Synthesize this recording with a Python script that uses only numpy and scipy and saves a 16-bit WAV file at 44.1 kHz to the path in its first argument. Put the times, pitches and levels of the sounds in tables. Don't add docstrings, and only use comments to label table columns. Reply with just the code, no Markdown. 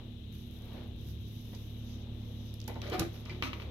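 import sys
import numpy as np
from scipy import signal
from scipy.fft import rfft, irfft, next_fast_len
from scipy.io import wavfile
from scipy.ndimage import map_coordinates

SR = 44100
rng = np.random.default_rng(int(sys.argv[2]) if len(sys.argv) > 2 else 0)


def natural_amplitude(level_db):
    exponent = np.asarray(level_db, float) / 20
    return 10 ** exponent


def unload_wav(signal):
    wavfile.write(
        sys.argv[1],
        SR,
        np.round(np.clip(np.atleast_2d(signal).T, -1, 1) * 32767).astype(np.int16),
    )


N = 163170
T = np.arange(N) / SR

# [t/s, shaft f/Hz, 3rd order level/dB, 2nd order level/dB]
COMPRESSOR = [(0, 35.72, -46.5, -53.5), (.25, 35.76, -49, -50.5), (.8, 35.92, -48, -53.5),
              (1.05, 35.66, -47, -44.5), (1.27, 35.8, -44, -48), (1.37, 35.84, -45, -62),
              (1.62, 35.67, -46.5, -45.5), (1.8, 35.92, -45, -48), (2.6, 35.8, -43.5, -47),
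              (3.05, 35.9, -43.5, -44), (3.15, 35.8, -46, -49.5), (3.4, 35.88, -44, -45.5),
              (3.7, 36.18, -47.5, -43)]
# [multiple, level re motor/dB]
SHAFT_ORDERS = [(1, -8.5), (4, -19), (9, -20.5)]
# [f/Hz, rms level/dB]
FAN_MAINS_TONES = [(153, -63.5), (206.5, -57.5), (240, -53.5), (360, -73.5), (480, -75)]
# [t/s, length/s, share before peak/0-1, level/dB, tearing re slip/dB]
GASKET_SLIPS = [
    (2.815, 0.18, 0, -50, -5),
    (2.845, 0.025, 0.25, -49.5, -20),
    (2.872, 0.13, 0.3, -48.5, -17),
    (2.905, 0.074, 0.44, -37, -8.5),
    (2.965, 0.047, 0.43, -38.5, -17),
    (2.985, 0.058, 0.24, -37.5, -10.5),
    (3.03, 0.05, 0.5, -47.5, -19),
]
# [f/Hz, width/Hz, level/dB]
CABINET_MODES = [(350, 43, 4.5), (775, 75, -5), (1170, 33, -8.5), (1610, 50, -36), (2120, 35, -39),
                 (2400, 140, -17), (2630, 29, -15)]
# [f/Hz, level/dB, t60/s]
SUCTION_MODES = [(55.4, -34.5, 0.27), (97, -35, 0.41), (134, -28.5, 0.18), (172.5, -27, 0.19),
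                 (240, -38, 0.13), (348, -34, 0.12)]
# [t/s, peak level/dB, t60/s]
SHELF_STRIKES = [
    (3.258, -42.5, 0.4),
    (3.423, -23, 0.14),
    (3.435, -30, 0.26),
    (3.482, -47, 0.099),
    (3.53, -31.5, 0.069),
    (3.598, -38, 0.12),
    (3.618, -40.5, 0.064),
]
# [f/Hz, width/Hz, level/dB]
SHELF_MODES = [(277, 26, 3), (946, 3.9, 5), (1097, 28, -2.5), (1410, 66, -3.5), (1990, 114, -11),
               (2930, 122, -7), (3200, 79, -12.5), (3680, 61, -8), (6000, 120, -14.5)]
# [t/s, peak level/dB, f/Hz,
# t60/s, rise/s]
PANEL_CREAKS = [(2.68, -42, 875, 0.066, .002), (2.695, -47, 505, 0.09, 0.0034),
                (2.757, -43.5, 893, 0.071, 0.0014), (2.757, -38.5, 240, .15, 0.0037),
                (2.849, -43, 575, 0.14, .003), (2.882, -38, 590, .1, 0.0034),
                (2.912, -37.5, 447, 0.21, 0.0071), (2.932, -37.5, 393, .2, 0.0045),
                (2.935, -34, 738, 0.19, .006), (2.93, -43, 1253, 0.16, 0.0057),
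                (2.998, -28.5, 335, 0.12, 0.0025), (3.06, -31.5, 329, 0.065, 0.0028),
                (3.272, -47, 148, 0.69, .01), (3.424, -41, 262.5, 0.39, 0.0032),
                (3.46, -48, 597, 0.14, .005), (3.465, -50, 1290, 0.19, .006), (3.3, -45, 362, 0.44, .01),
                (3.505, -33, 110.6, 0.12, 0.009), (0.931, -37.5, 60, .3, .01),
                (1.18, -37.5, 91.4, .4, 0.018), (1.05, -38.5, 136.6, 0.51, 0.018)]
# [t/s, peak level/dB, t60/s, brightness/dB]
SOFT_KNOCKS = [
    (1.529, -41.5, 0.09, -25),
    (2.068, -50, 0.1, -19),
    (2.677, -34, 0.22, -17.5),
    (2.754, -38, 0.16, -18),
    (3.14, -60, 0.26, 3.5),
    (3.291, -51, 0.49, -1.5),
]
# [f/Hz, width/Hz, level/dB]
DOOR_MODES = [(232, 58, -4), (395, 118, -2), (550, 157, -3), (697.4, 190, -4), (906, 185, -6.5),
              (2000, 281, -19)]
# [t/s, peak level/dB, f/Hz, t60/s]
SHARP_TICKS = [(1.548, -47.5, 5530, 0.032), (2.54, -40.5, 9900, 0.0093), (2.602, -37.5, 5070, 0.0074),
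               (2.615, -42, 5000, 0.011), (2.641, -46.5, 6236, .01), (2.677, -37.5, 11300, 0.045),
               (2.817, -33, 3200, 0.012), (2.877, -45, 5500, .01), (2.898, -42.5, 8500, 0.028),
               (2.9944, -23, 8800, 0.028), (3.254, -45.5, 4500, 0.016), (3.296, -43, 5450, 0.0061),
               (3.4239, -22.5, 3000, 0.0035), (3.4347, -29, 3000, .003), (3.5328, -35, 2900, 0.0045),
               (2.668, -51, 4500, 0.0054), (2.743, -45, 4800, .006)]
CLIP_TONES = (2050, 2340)
# [t/s, length/s, share before peak/0-1, level/dB, lower band re upper/dB]
SLEEVE_STROKES = [(.31, 0.25, 0.13, -62, 3.5), (.5, 0.5, 0, -64.5, -4), (.955, 0.25, 0.4, -61, 5),
                  (1.05, .09, .45, -58.5, 1), (1.08, 1, 0.32, -61.5, 4), (1.8, 0.27, 0.43, -66.5, 15),
                  (2.05, 0.8, 0.29, -68, 6.5), (2.38, .2, 0.39, -70, 16.5), (2.66, 0.92, 0.24, -69.5, 11.5),
                  (3.12, 0.16, 0.1, -61.5, 6), (3.2, 0.5, 0.84, -68.5, 7.5)]
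# [t/s, peak level/dB]
FIBRE_SNAPS = [(.3258, -52), (.3512, -53), (.385, -56), (.5109, -50), (.5388, -56), (.5677, -55),
               (.5887, -55), (.6211, -56), (.6455, -58), (.6555, -51), (.679, -58), (.7323, -53),
               (.8371, -59), (.877, -58), (.9623, -55), (1.0127, -54), (1.0716, -50), (1.087, -50)]
# [t/s, level/dB]
RUMBLE_LIFT = [(0, 7.5), (.17, -5), (.45, -5), (.78, 15), (.95, -2), (1.3, -4.5), (1.6, 1), (2.0, 4),
               (2.6, 0.5), (3.7, 10)]
# [f/Hz, level/dB]
RUMBLE_COLOUR = [(20, -45), (40, -10), (85, 2), (200, -7), (400, -15), (800, -30), (1500, -40.5),
                 (4000, -47)]
# [f/Hz, likeness/-1 to 1]
PORT_LIKENESS = [(60, 0.88), (180, 1), (550, 0.59), (1650, 0.43), (4970, 0.061), (15000, -0.47)]
# [f/Hz, t60/s]
ROOM_T60 = [(200, 0.19), (2000, 0.29), (10000, 0.26)]
# [f/Hz, level/dB]
LEFT_PORT = [(100, -1), (600, -1.5), (1500, 4), (2600, 9), (3900, 11.5), (5200, -0.5), (7000, -25.5),
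             (12000, -18)]
# [f/Hz, level/dB]
RIGHT_PORT = [(100, -1), (600, 4), (3000, 2), (6000, 6.5), (8000, -6.5), (10000, -4), (12500, 4),
              (15500, -12)]
# [f/Hz, level/dB]
LEFT_NOISE = [(1500, -20.5), (2200, -14.5), (3000, -3), (3900, -0.5), (4700, -27.5), (5500, -31),
              (9000, -32.5), (13000, -30)]


def unit(x):
    return x / np.sqrt(np.mean(x ** 2) + 1e-20)


def along(points, hz):
    f, v = np.transpose(points)
    return np.interp(np.log(hz + 1), np.log(f + 1), v)


def curves(rows):
    s, *cols = np.transpose(rows)
    return [np.interp(T, s, c) for c in cols]


def wobble(rate_hz):
    knots = rng.standard_normal(int(N * rate_hz / SR) + 4)
    return map_coordinates(knots, [T * rate_hz])


def filtered(x, response):
    m = next_fast_len(N + SR // 2)
    hz = np.fft.rfftfreq(m, 1 / SR)
    return irfft(rfft(x, m) * response(hz), m)[..., :N]


def coloured(x, points):
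    gain = natural_amplitude(along(points, np.fft.rfftfreq(4096, 1 / SR)))
    cep = irfft(np.log(gain))
    cep[1:2048] *= 2
    cep[2049:] = 0
    impulse = irfft(np.exp(rfft(cep)))
    return signal.fftconvolve(x, impulse)[:N]


def body(x, modes, widen, broad_db):
    def gain(f):
        total = natural_amplitude(broad_db)
        for k, (centre_hz, width_hz, db) in enumerate(modes):
            damping = 1j * f * width_hz * widen
            total = total + (-1) ** k * natural_amplitude(db) * damping / (centre_hz ** 2 - f * f + damping)
        return total

    power = np.mean(abs(gain(np.linspace(20, SR / 2, 4000))) ** 2)
    return filtered(x, gain) / np.sqrt(power)


def grit(spread_db, rate_hz):
    return unit(rng.standard_normal(N) * natural_amplitude(spread_db * wobble(rate_hz)))


def dying(s, db, t60, attack_s):
    t60 = max(t60, 1e-3)
    out, t = np.zeros(N), T[:round(2 * t60 * SR)]
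    envelope = natural_amplitude(db - 60 * t / t60) * (1 - np.exp(-t / attack_s))
    part = out[round(s * SR):][:len(t)]
    part += envelope[:len(part)]
    return out


def strokes(rows):
    main, second = np.zeros((2, N))
    for s, length_s, share, db, over_db in rows:
        corners_s = s + length_s * np.array([0, np.clip(share, .02, .98), 1])
        shape = np.sin(np.pi / 2 * np.interp(T, corners_s, [0, 1, 0])) ** 1.3
        main = np.hypot(main, natural_amplitude(db) * shape)
        second = np.hypot(second, natural_amplitude(db + over_db) * shape)
    return main, second


def motor():
    motor_db, port_turn_rad, port_db = -46, 0.068, 0.02
    shaft_hz, third_db, second_db = curves(COMPRESSOR)
    turn = 2 * np.pi * np.cumsum(shaft_hz) / SR
    side = np.array([[1], [-1]])

    def tone(db, phase):
        level = natural_amplitude(db + side * port_db * wobble(1.22))
        return level * np.sin(phase + side * port_turn_rad * (1.8 + wobble(1.58)))

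    levels = [(2, second_db), (3, third_db)]
    levels += [(k, motor_db + db + 1.4 * wobble(3.1)) for k, db in SHAFT_ORDERS]
    out = np.zeros((2, N))
    for k, db in levels:
        phase = k * turn + rng.uniform(0, 2 * np.pi) + 0.053 * wobble(5)
        out += tone(db + 0.88 * wobble(9.7), phase)
    for hz, db in FAN_MAINS_TONES:
        out += tone(db + 2.14 * wobble(7.94), 2 * np.pi * hz * T + 0.46 * wobble(5.634))
    return np.sqrt(2) * out


def suction():
    start_s = 2.985
    return sum(dying(start_s, db, t60, 0.004) * np.sin(2 * np.pi * hz * (T - start_s))
               for hz, db, t60 in SUCTION_MODES)


def peel():
    pull, tear = strokes(GASKET_SLIPS)
    slips = body(natural_amplitude(-1) * pull * grit(2.5, 150), CABINET_MODES, widen=4.0, broad_db=-38.0)
    tearing = natural_amplitude(2.0) * tear * grit(3.8, 300)
    tearing = coloured(tearing, [(1200, 9.0), (3500, 0.5), (6000, -12.0), (13000, -26)])
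    return slips + tearing + suction()


def shelves():
    chatter = sum(dying(s, db - 9.5, t60, 0.0041) for s, db, t60 in SHELF_STRIKES) * grit(2.6, 350)
    blows = np.zeros(N)
    for s, db, _ in SHELF_STRIKES:
        blows[round((s + .001) * SR)] = natural_amplitude(db + 21.5)
    drive = coloured(chatter, [(200, -4), (3000, -2.5), (13000, -18.5)])
    drive += coloured(blows, [(700, -8.5), (3200, -1.0), (6000, -29.5)])
    return body(drive, SHELF_MODES, widen=4.3, broad_db=-15.5)


def creaks():
    shake_db, drift_rad = 2.8 * wobble(90), .5 * wobble(60)
    notes = sum(dying(s, db, t60, rise_s) * np.sin(2 * np.pi * hz * (T - s) + drift_rad)
                for s, db, hz, t60, rise_s in PANEL_CREAKS)
    return natural_amplitude(shake_db) * notes


def knocks():
    thud = sum(dying(s, db, t60, 0.002) for s, db, t60, _ in SOFT_KNOCKS) * grit(3.3, 200)
    for s, db, *_ in SOFT_KNOCKS:
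        thud[round((s + .002) * SR)] += natural_amplitude(db + 16.5)
    scuff = sum(dying(s, db + bright_db, 0.65 * t60, 0.0024) for s, db, t60, bright_db in SOFT_KNOCKS)
    scuff = coloured(scuff * grit(7.2, 400), [(1200, 9), (2500, 11.0), (7000, -10.5), (14000, -25)])
    return natural_amplitude(-5.5) * body(thud, DOOR_MODES, widen=0.96, broad_db=-62) + scuff


def shelf_clip():
    ring = sum(np.sin(2 * np.pi * hz * T) for hz in CLIP_TONES)
    return dying(3.296, -43, 0.028, 0.00074) * ring


def ticks():
    edge_db = 6
    out, noise = np.zeros(N), rng.standard_normal(N)
    for s, db, hz, t60 in SHARP_TICKS:
        crack = dying(s, db, t60, .0004) * noise
        crack[round((s + .0005) * SR)] += natural_amplitude(db + edge_db)
        pitched = signal.lfilter(*signal.iirpeak(hz, 1.3, SR), crack)
        out += 0.1 * crack + 1.35 * pitched
    return coloured(out + shelf_clip(), [(800, -50), (2000, 4), (8000, 1.5)])


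def sleeve():
    fibre_db, fibre_t60_s = 6, .006
    high, low = strokes(SLEEVE_STROKES)
    snaps = sum(dying(s, db + fibre_db, fibre_t60_s, 0.00022) for s, db in FIBRE_SNAPS)
    high = high * grit(1.5, 60) + snaps * rng.standard_normal(N)
    low = low * grit(1.5, 30)
    high = coloured(high, [(7000, -4.5), (9500, 1), (13000, 6.0)])
    return high + coloured(low, [(2000, -46), (4500, -4.5), (6500, -3), (8500, -34)])


def scatter(x):
    scatter_db, t60_s = -16.5, .05
    t = np.arange(3500) / SR
    paths = natural_amplitude(scatter_db - 60 * t / t60_s) * np.diff(rng.standard_normal((2, 3501)))
    paths[[0, 1], [9, 0]] += 1
    return signal.fftconvolve(x[None], paths, axes=1)[:, :N]


def room(x):
    hz, t, z = signal.stft(rng.standard_normal((2, SR // 2)), SR, nperseg=256)
    decay = natural_amplitude(-60 * t / along(ROOM_T60, hz)[:, None])
    tail = signal.istft(z * decay, SR, nperseg=256)[1]
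    tail = tail / np.linalg.norm(tail[0])
    late = np.pad(x, (120, 0))[None]
    return signal.fftconvolve(late, tail, axes=1)[:, :N]


def air():
    air_db, split_hz = -49.5, 458
    spectrum = [(14, -78)] + RUMBLE_COLOUR + [(16000, -74)]

    def mid_side(hz):
        angle = np.arccos(np.clip(along(PORT_LIKENESS, hz), -1, 1)) / 2
        return natural_amplitude(along(spectrum, hz)) * np.array([np.cos(angle), np.sin(angle)])

    mid, side = filtered(rng.standard_normal((2, N)), mid_side)
    both = natural_amplitude(air_db + 0.84 * wobble(4.16)) * unit(np.array([mid + side, mid - side]))
    low = filtered(both, lambda hz: 1 / (1 + (hz / split_hz) ** 4))
    return low + natural_amplitude(curves(RUMBLE_LIFT)[0]) * (both - low)


def scene():
    hum = motor()
    door = peel() + shelves() + creaks() + knocks()
    snaps = np.array([ticks(), ticks()])
    direct = snaps * natural_amplitude([[-9], [0]]) + sleeve() * natural_amplitude([[-15], [0]])
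    reverb = natural_amplitude(-5) * room(door + 0.59 * snaps[1])
    return hum + scatter(door) + direct + reverb + air()


def low_pass(x):
    return signal.sosfilt(signal.butter(12, 16490, fs=SR, output="sos"), x)


def record(dry):
    left_hiss_db, right_hiss_db, top_hz = -57, -70.5, 15830
    hiss = rng.standard_normal((2, N))
    left = coloured(dry[0], LEFT_PORT)
    left += natural_amplitude(left_hiss_db) * unit(coloured(hiss[0], LEFT_NOISE))
    right = coloured(dry[1] + natural_amplitude(right_hiss_db) * hiss[1], RIGHT_PORT)
    mix = filtered(np.array([left, right]), lambda hz: hz < top_hz)
    return low_pass(mix)


dry = scene()
out = record(dry)
unload_wav(out)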